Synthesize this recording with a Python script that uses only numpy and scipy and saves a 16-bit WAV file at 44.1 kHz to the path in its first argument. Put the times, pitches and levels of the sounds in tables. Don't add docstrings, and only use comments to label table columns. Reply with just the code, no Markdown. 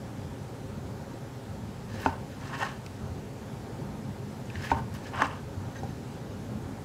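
import sys
import numpy as np
from scipy import signal
from scipy.fft import rfft, irfft, next_fast_len
from scipy.io import wavfile
from scipy.ndimage import uniform_filter1d, map_coordinates

SR = 44100
rng = np.random.default_rng(int(sys.argv[2]) if len(sys.argv) > 2 else 0)


def put_to_file(sound):
    columns = np.atleast_2d(sound).T
    safe = np.clip(columns, -1, 1)
    whole_steps = np.round(safe * 32767)
    wavfile.write(sys.argv[1], SR, whole_steps.astype(np.int16))


def to_linear_factor(level_db):
    exponent = np.asarray(level_db, float) / 20
    return 10 ** exponent


N = 301644


def unit(x):
    return x / np.sqrt(np.mean(x ** 2) + 1e-20)


def along(points, hz):
    point_hz, value = np.transpose(points)
    return np.interp(np.log(hz + 1), np.log(point_hz + 1), value)


def gains(rows):
    start_s, *columns = np.transpose(sorted(map(tuple, rows)))
    t = np.arange(N) / SR
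    return np.array([to_linear_factor(np.interp(t, start_s, db, left=-200, right=-200)) for db in columns])


def wobble(per_s):
    return map_coordinates(rng.standard_normal(int(N * per_s / SR) + 4), [np.arange(N) * per_s / SR])


def filtered(x, response):
    m = next_fast_len(N + SR // 2)
    return irfft(rfft(x, m) * response(np.fft.rfftfreq(m, 1 / SR)), m)[:N]


def resonant(peaks):
    def response(f):
        total = 0
        for k, (hz, width, db) in enumerate(peaks):
            damping = 1j * f * width
            total = total + (-1) ** k * to_linear_factor(db) * damping / (hz * hz - f * f + damping)
        return total
    return response


def ring(modes, rise_s, t):
    tones = sum(to_linear_factor(db - 60 * t / t60) * np.sin(2 * np.pi * hz * t) for hz, db, t60 in modes)
    return (1 - np.exp(-t / rise_s)) ** 2 * tones


def add(track, start_s, sound):
    track[round(start_s * SR):][:len(sound)] += sound


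def swells(rows):
    edge_db = -19
    return [[(s - rise, db + edge_db), (s, db), (s + fall, db + edge_db)] for s, db, rise, fall in rows]


def skids():
    skid_db, fall_db_per_s = [-37.5, -35], 190
    rebound_s, rebound_db, rebound_width_s = 0.067, 8, 0.0086
    t = np.linspace(0.03, 0.15, num=40)
    rebound = rebound_db * np.exp(-0.5 * ((t - rebound_s) / rebound_width_s) ** 2)
    shape_db = rebound - fall_db_per_s * t
    return [np.transpose([knock[0] + t, db + shape_db]) for knock, db in zip(KNOCKS, skid_db)]


GROWS = (1.11, 0.91, 0.81, .5)


def excited(motion, mix_db):
    effort_db = -45
    over = gains(np.array(motion) - [0, effort_db])
    return to_linear_factor(effort_db + np.array(mix_db))[:, None] * over ** np.array(GROWS)[:, None]


# (start_s, effort_db)
PUSHES = [
    [(1.88, -66), (1.906, -56.5), (1.99, -50), (2.003, -46.5), (2.031, -48), (2.058, -44), (2.075, -48),
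     (2.11, -58)],
    [(4.47, -64), (4.498, -61), (4.562, -51), (4.605, -48.5), (4.647, -40.5), (4.688, -46.5), (4.71, -38.5),
     (4.735, -50), (4.755, -58)],
]
# (start_s, effort_db)
PULLS = [
    [(2.40, -60), (2.45, -49), (2.52, -50.5), (2.549, -39), (2.575, -53.5), (2.59, -42), (2.631, -36),
     (2.68, -45.5), (2.78, -63.5)],
    [(5.11, -58), (5.14, -45), (5.17, -39.5), (5.2, -33), (5.222, -34), (5.25, -33), (5.268, -46.5),
     (5.33, -50.5), (5.40, -59)],
]
# (board_db, blade_db, fibre_db, crust_db)
PUSH_MIX = [(-2, .3, -6, -22), (-7, .3, -9.5, -28)]
# (board_db, blade_db, fibre_db, crust_db)
PULL_MIX = [(2, 0.18, -9.5, -28), (3, -0.82, -14, -30)]
# (peak_s, effort_db, rise_s, fall_s)
BRUSHES = [
    (2.31, -59, .012, 0.11),
    (4.95, -46.5, 0.033, 0.04),
    (5.08, -50, 0.1, .03),
    (5.757, -51.5, .008, .05),
    (5.89, -59, .03, .04),
]


def strokes_of_the_knife():
    motions = [*zip(PUSHES + PULLS, PUSH_MIX + PULL_MIX)]
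    motions += [(skid, (-7.5, -17, -22, -36)) for skid in skids()]
    motions += [(brush, (-2.5, 0.5, -6, -22)) for brush in swells(BRUSHES)]
    return sum(excited(motion, mix_db) for motion, mix_db in motions)


def grit(per_s, spread_db, clump_db, smooth):
    chance, size, sign = rng.random(N), rng.standard_normal(N), rng.standard_normal(N)
    slips = unit((chance < per_s / SR) * to_linear_factor(spread_db * np.clip(size, -2, 2)) * np.sign(sign))
    grip_changes_per_s = 90
    return (slips + smooth * rng.standard_normal(N)) * to_linear_factor(clump_db * wobble(grip_changes_per_s))


# (pitch_hz, width_hz, level_db)
BOARD_RUB = [(875, 134, -0.5), (1092, 100, 0.5), (1313, 188, -6), (537, 190, -9)]
# (pitch_hz, width_hz, level_db)
BOARD_LANDED = [(905, 106, 0.5), (1050, 110, -6.5), (1500, 140, -11), (690, 120, -11)]
# (pitch_hz, width_hz, level_db)
BLADE_RASP = [(1507, 91, -4), (1733, 134, 0.5), (1842, 62, 1.5), (2170, 320, -9), (2674, 200, -6.5),
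              (3070, 310, -10.5)]
# (pitch_hz, width_hz, level_db)
FIBRE = [(3830, 630, 1), (5200, 800, 0.5), (6240, 480, 0), (7730, 1700, -7.5)]
# (pitch_hz, level_db per Hz)
CRUST = [(7000, -30), (9500, 0), (13000, -4), (15700, -5), (18000, -30)]
# (peak_s, hiss_db, rise_s, fall_s)
TEARS = [
    (2.015, -56, .025, 0.041),
    (2.6, -66, .04, .08),
    (4.647, -63, .05, .05),
    (4.95, -61, .02, .035),
]


def slicing():
    rub, rasp, fibre, crust = strokes_of_the_knife()
    crust = crust + sum(gains(tear)[0] for tear in swells(TEARS))
    skid = sum(gains(motion)[0] for motion in skids())
    shared = grit(per_s=1500, spread_db=4, clump_db=2.1, smooth=1.2)
    fine = grit(per_s=3000, spread_db=4, clump_db=2.2, smooth=0.9)

    def rubbed(slips, peaks):
        body = resonant(peaks)
        return unit(filtered(slips, lambda hz: body(hz) * hz / (hz + 400)))

    wood = rub * rubbed(shared, BOARD_RUB) + skid * rubbed(shared, BOARD_LANDED)
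    steel = rasp * rubbed(shared, BLADE_RASP)
    wet = fibre * rubbed(fine, FIBRE)
    hiss = crust * unit(filtered(fine, lambda hz: to_linear_factor(along(CRUST, hz))))
    return wood + steel + wet + hiss


# (start_s, level_db at the peak, rise_s, crack_db, room_db)
KNOCKS = [
    (2.0600, -4, 0.0012, -38, -9.5),
    (4.7150, 0, 0.0025, -40, -13),
    (5.2190, 2, 0.0017, -35, -22),
    (2.626, -23, 0.0018, -28, -17),
    (5.832, -24, .001, -25, -3),
]
# (pitch_hz, level_db, t60_s)
RINGS = [
    [(88, -23, 0.33), (270, -14, 0.088), (394, -20.5, 0.089), (686, -17, .05), (832, 2.5, .016),
     (888, -25, 0.22), (900, -26, 0.18), (1016, -21, 0.083), (1440, -6, 0.016), (2070, -20, .012),
     (2590, -13, 0.013), (3100, -20, .012)],
    [(77, -24, 0.27), (275, -21.5, 0.092), (402, -25.5, 0.089), (590, -26, 0.11), (850, 2.5, 0.018),
     (900, -21, 0.16), (919, -20, 0.14), (1057, -27, 0.14), (1504, -8.5, 0.018), (2400, -9, 0.0095)],
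    [(280.6, -28.5, 0.17), (800, 1.5, 0.0079), (1110, -18, 0.043), (1700, 5.5, 0.0074), (2190, -8, 0.0093),
     (2800, -26, .009), (3500, -20, .008), (4300, -27, .008), (5200, -28, 0.0092), (6200, -24, 0.015)],
    [(800, 2, 0.05), (1500, -1, 0.044), (1843, 0, 0.055), (2800, -14, .03)],
    [(400, 0, 0.023), (783, 2.5, 0.021), (1500, -21, .02)],
]


def knocks():
    track, t = np.zeros(N + SR), np.arange(SR // 3) / SR
    wood = signal.butter(2, 6000, fs=SR)
    for (s, db, rise_s, crack_db, room_db), modes in zip(KNOCKS, RINGS):
        dull = signal.lfilter(*wood, rng.standard_normal(len(t))) * (1 - np.exp(-t / 0.0007))
        crack = to_linear_factor(crack_db + 8.5 - 60 * t / 0.022) * dull
        blow = to_linear_factor(db) * (ring(modes, rise_s, t) + crack)
        add(track, s, blow)
        early = blow * to_linear_factor(-60 * t / 0.05)
        add(track, s, to_linear_factor(room_db) * room(early))
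    return track[:N]


# (start_s, level_db at the peak, pitch_hz, width_hz)
SNAPS = [(1.934, -47, 6000, 4000), (2.001, -40, 5300, 2500), (2.411, -44, 5000, 3000),
         (2.435, -45, 2900, 800), (2.530, -34, 1600, 800), (2.553, -45, 5270, 2500),
         (2.589, -39, 6500, 4000), (2.603, -39, 7000, 3000), (2.631, -35, 5000, 5000),
         (2.642, -42, 6500, 4000), (2.863, -34, 5000, 4000), (2.864, -37.5, 2450, 900),
         (4.456, -45.5, 6660, 1200), (4.501, -36, 2300, 1100), (4.555, -33, 1780, 500),
         (4.556, -34, 2800, 1500), (4.623, -40, 5200, 700), (4.704, -30, 1920, 500),
         (4.941, -38, 6000, 12000), (4.950, -40, 7950, 12000), (4.982, -50, 9000, 2500),
         (5.07, -40, 4500, 3000), (5.134, -28.5, 850, 500), (5.157, -44, 7500, 3000),
         (5.192, -31, 1900, 800), (5.268, -41, 6800, 2000), (5.312, -38, 2900, 600)]


def snaps(track):
    t = np.arange(SR // 5) / SR
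    hz_grid = np.fft.rfftfreq(len(t), 1 / SR)
    for s, db, hz, width in SNAPS:
        t60_s = 0.0078 + 9.9 / width
        burst = to_linear_factor(-60 * t / t60_s) * rng.standard_normal(len(t))
        snap = irfft(rfft(burst) * resonant([(hz, width, 0)])(hz_grid) ** 2, len(t))
        add(track, s, to_linear_factor(db) * snap / np.abs(snap).max())


# (start_s, level_db at the peak, upper_modes_db)
CHINKS = [
    (5.755, -34.5, -15),
    (5.763, -44, 3),
    (5.785, -43, 4),
    (5.835, -44, 0),
    (5.897, -46, 0),
]
# (pitch_hz, level_db, t60_s)
STEEL = [(1600, -4.5, 0.066), (1865, 0.5, 0.037), (3860, -9, .05), (4700, -12, .04), (6300, -3.5, 0.038)]


def chinks(track):
    t = np.arange(SR // 5) / SR
    for s, db, upper_db in CHINKS:
        modes = []
        for hz, level, t60 in STEEL:
            modes.append((hz, level + upper_db * (hz > 3000) + rng.normal(0, 1.5), t60))
        add(track, s, to_linear_factor(db) * ring(modes, 0.002, t))


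# (start_s, level_db at the peak, pitch_hz)
THUMPS = [
    (1.486, -34, 91.5),
    (3.022, -30.5, 97),
    (3.096, -32, 88),
    (4.558, -28, 91.5),
    (5.566, -28, 96.9),
]


def thumps(track):
    t = np.arange(SR // 5) / SR
    for s, db, hz in THUMPS:
        add(track, s, to_linear_factor(db + 5.5) * ring([(hz, 0, 0.2)], 0.0076, t))


def small_sounds():
    track = np.zeros(N + SR)
    snaps(track)
    chinks(track)
    thumps(track)
    return track[:N]


# (pitch_hz, t60_s)
KITCHEN = [(150, 0.39), (900, .35), (2500, 0.13), (8000, .15)]


def room(sound):
    hz, t, z = signal.stft(rng.standard_normal(SR // 2), SR, nperseg=256)
    fading = z * to_linear_factor(-60 * t / along(KITCHEN, hz)[:, None])
    tail = signal.istft(fading, SR, nperseg=256)[1]
    return signal.fftconvolve(np.pad(sound, (250, 0)), tail / np.linalg.norm(tail))


def rush(spectrum, patchy_db):
    z = signal.stft(rng.standard_normal(N), nperseg=512)[2]
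    field = uniform_filter1d(rng.standard_normal(z.shape), 5, 0)
    field = uniform_filter1d(field, 12, 1)
    patchy = signal.istft(z * to_linear_factor(patchy_db * unit(field)), nperseg=512)[1][:N]
    return unit(filtered(patchy, lambda hz: to_linear_factor(along(spectrum, hz))))


# (pitch_hz, level_db per Hz)
RUMBLE = [(15, -54), (25, -46), (42, -11.5), (70, -7.5), (102, 0.5), (141, 0.5), (167, -7), (182, -6),
          (205, -2), (231, -4.5), (247, -11.5), (269, -19), (330, -19), (430, -48), (730, -120)]
# (pitch_hz, level_db per Hz)
AIRFLOW = [(150, -35.5), (260, 1.5), (322, -5.5), (354, -2.5), (372, -6.5), (402, -0.5), (465, -7),
           (551, -3.5), (605, -11), (866, -8.5), (1010, -15), (1620, -19), (2000, -25.5), (2600, -34),
           (4400, -120)]
# (pitch_hz, level_db per Hz)
HISS = [(880, -14.5), (1500, -6.5), (2360, -6), (7900, -12), (8540, -14.5), (14700, -21.5), (15700, -25)]
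# (start_s, level_db)
FAN_DRIFT = [(0, 0), (1.05, 0.4), (1.39, -2), (1.94, 1.9), (2.13, -0.5), (3.27, -1.4), (3.98, 1.3), (4.3, 0),
             (4.76, 2.5), (5.22, 0.3), (5.68, 2.5), (6.84, .6)]


def fan():
    drift, = gains(FAN_DRIFT)
    rumble = to_linear_factor(-41) * drift * to_linear_factor(1.0 + 1.0 * wobble(6)) * rush(RUMBLE, patchy_db=1.0)
    airflow_level = to_linear_factor(-46) * drift ** 0.077
    airflow = airflow_level * to_linear_factor(1.0 + 0.69 * wobble(4.95)) * rush(AIRFLOW, patchy_db=0.96)
    hiss = to_linear_factor(-56.5 + 0.27 * wobble(3.0)) * rush(HISS, patchy_db=1.0)
    return rumble + airflow + hiss


def scene():
    strokes, air = slicing(), fan()
    above_rumble = filtered(air, lambda hz: hz ** 2 / (hz ** 2 + 400 ** 2))
    walls = to_linear_factor(-10) * room(strokes)[:N] + to_linear_factor(-13) * room(above_rumble)[:N]
    return (strokes + air + walls + knocks() + small_sounds())[None]


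def band_limit(x):
    return signal.sosfilt(signal.butter(12, 15860, fs=SR, output="sos"), x)


# (start_s, end_s)
DROPOUTS = [(0, .32), (.39, .42), (.53, .56), (.76, 1.11), (1.18, 1.48), (1.56, 1.94), (2.23, 2.37),
            (2.95, 3.34), (3.47, 3.71), (3.78, 3.99), (4.03, 4.1), (4.18, 4.27), (4.34, 4.46), (4.81, 4.87),
            (5.45, 6.07), (6.17, 6.63), (6.71, 6.78)]


def record(dry):
    x = filtered(dry[0], lambda hz: hz < 15700)
    band = filtered(x, lambda hz: (hz > 8270) & (hz < 8610))
    t = np.arange(N) / SR
    missing = sum(1.0 * (t >= start) * (t < end) for start, end in DROPOUTS)
    missing = uniform_filter1d(missing, size=600)
    return band_limit((x - missing * band)[None])


dry = scene()
out = record(dry)
put_to_file(out)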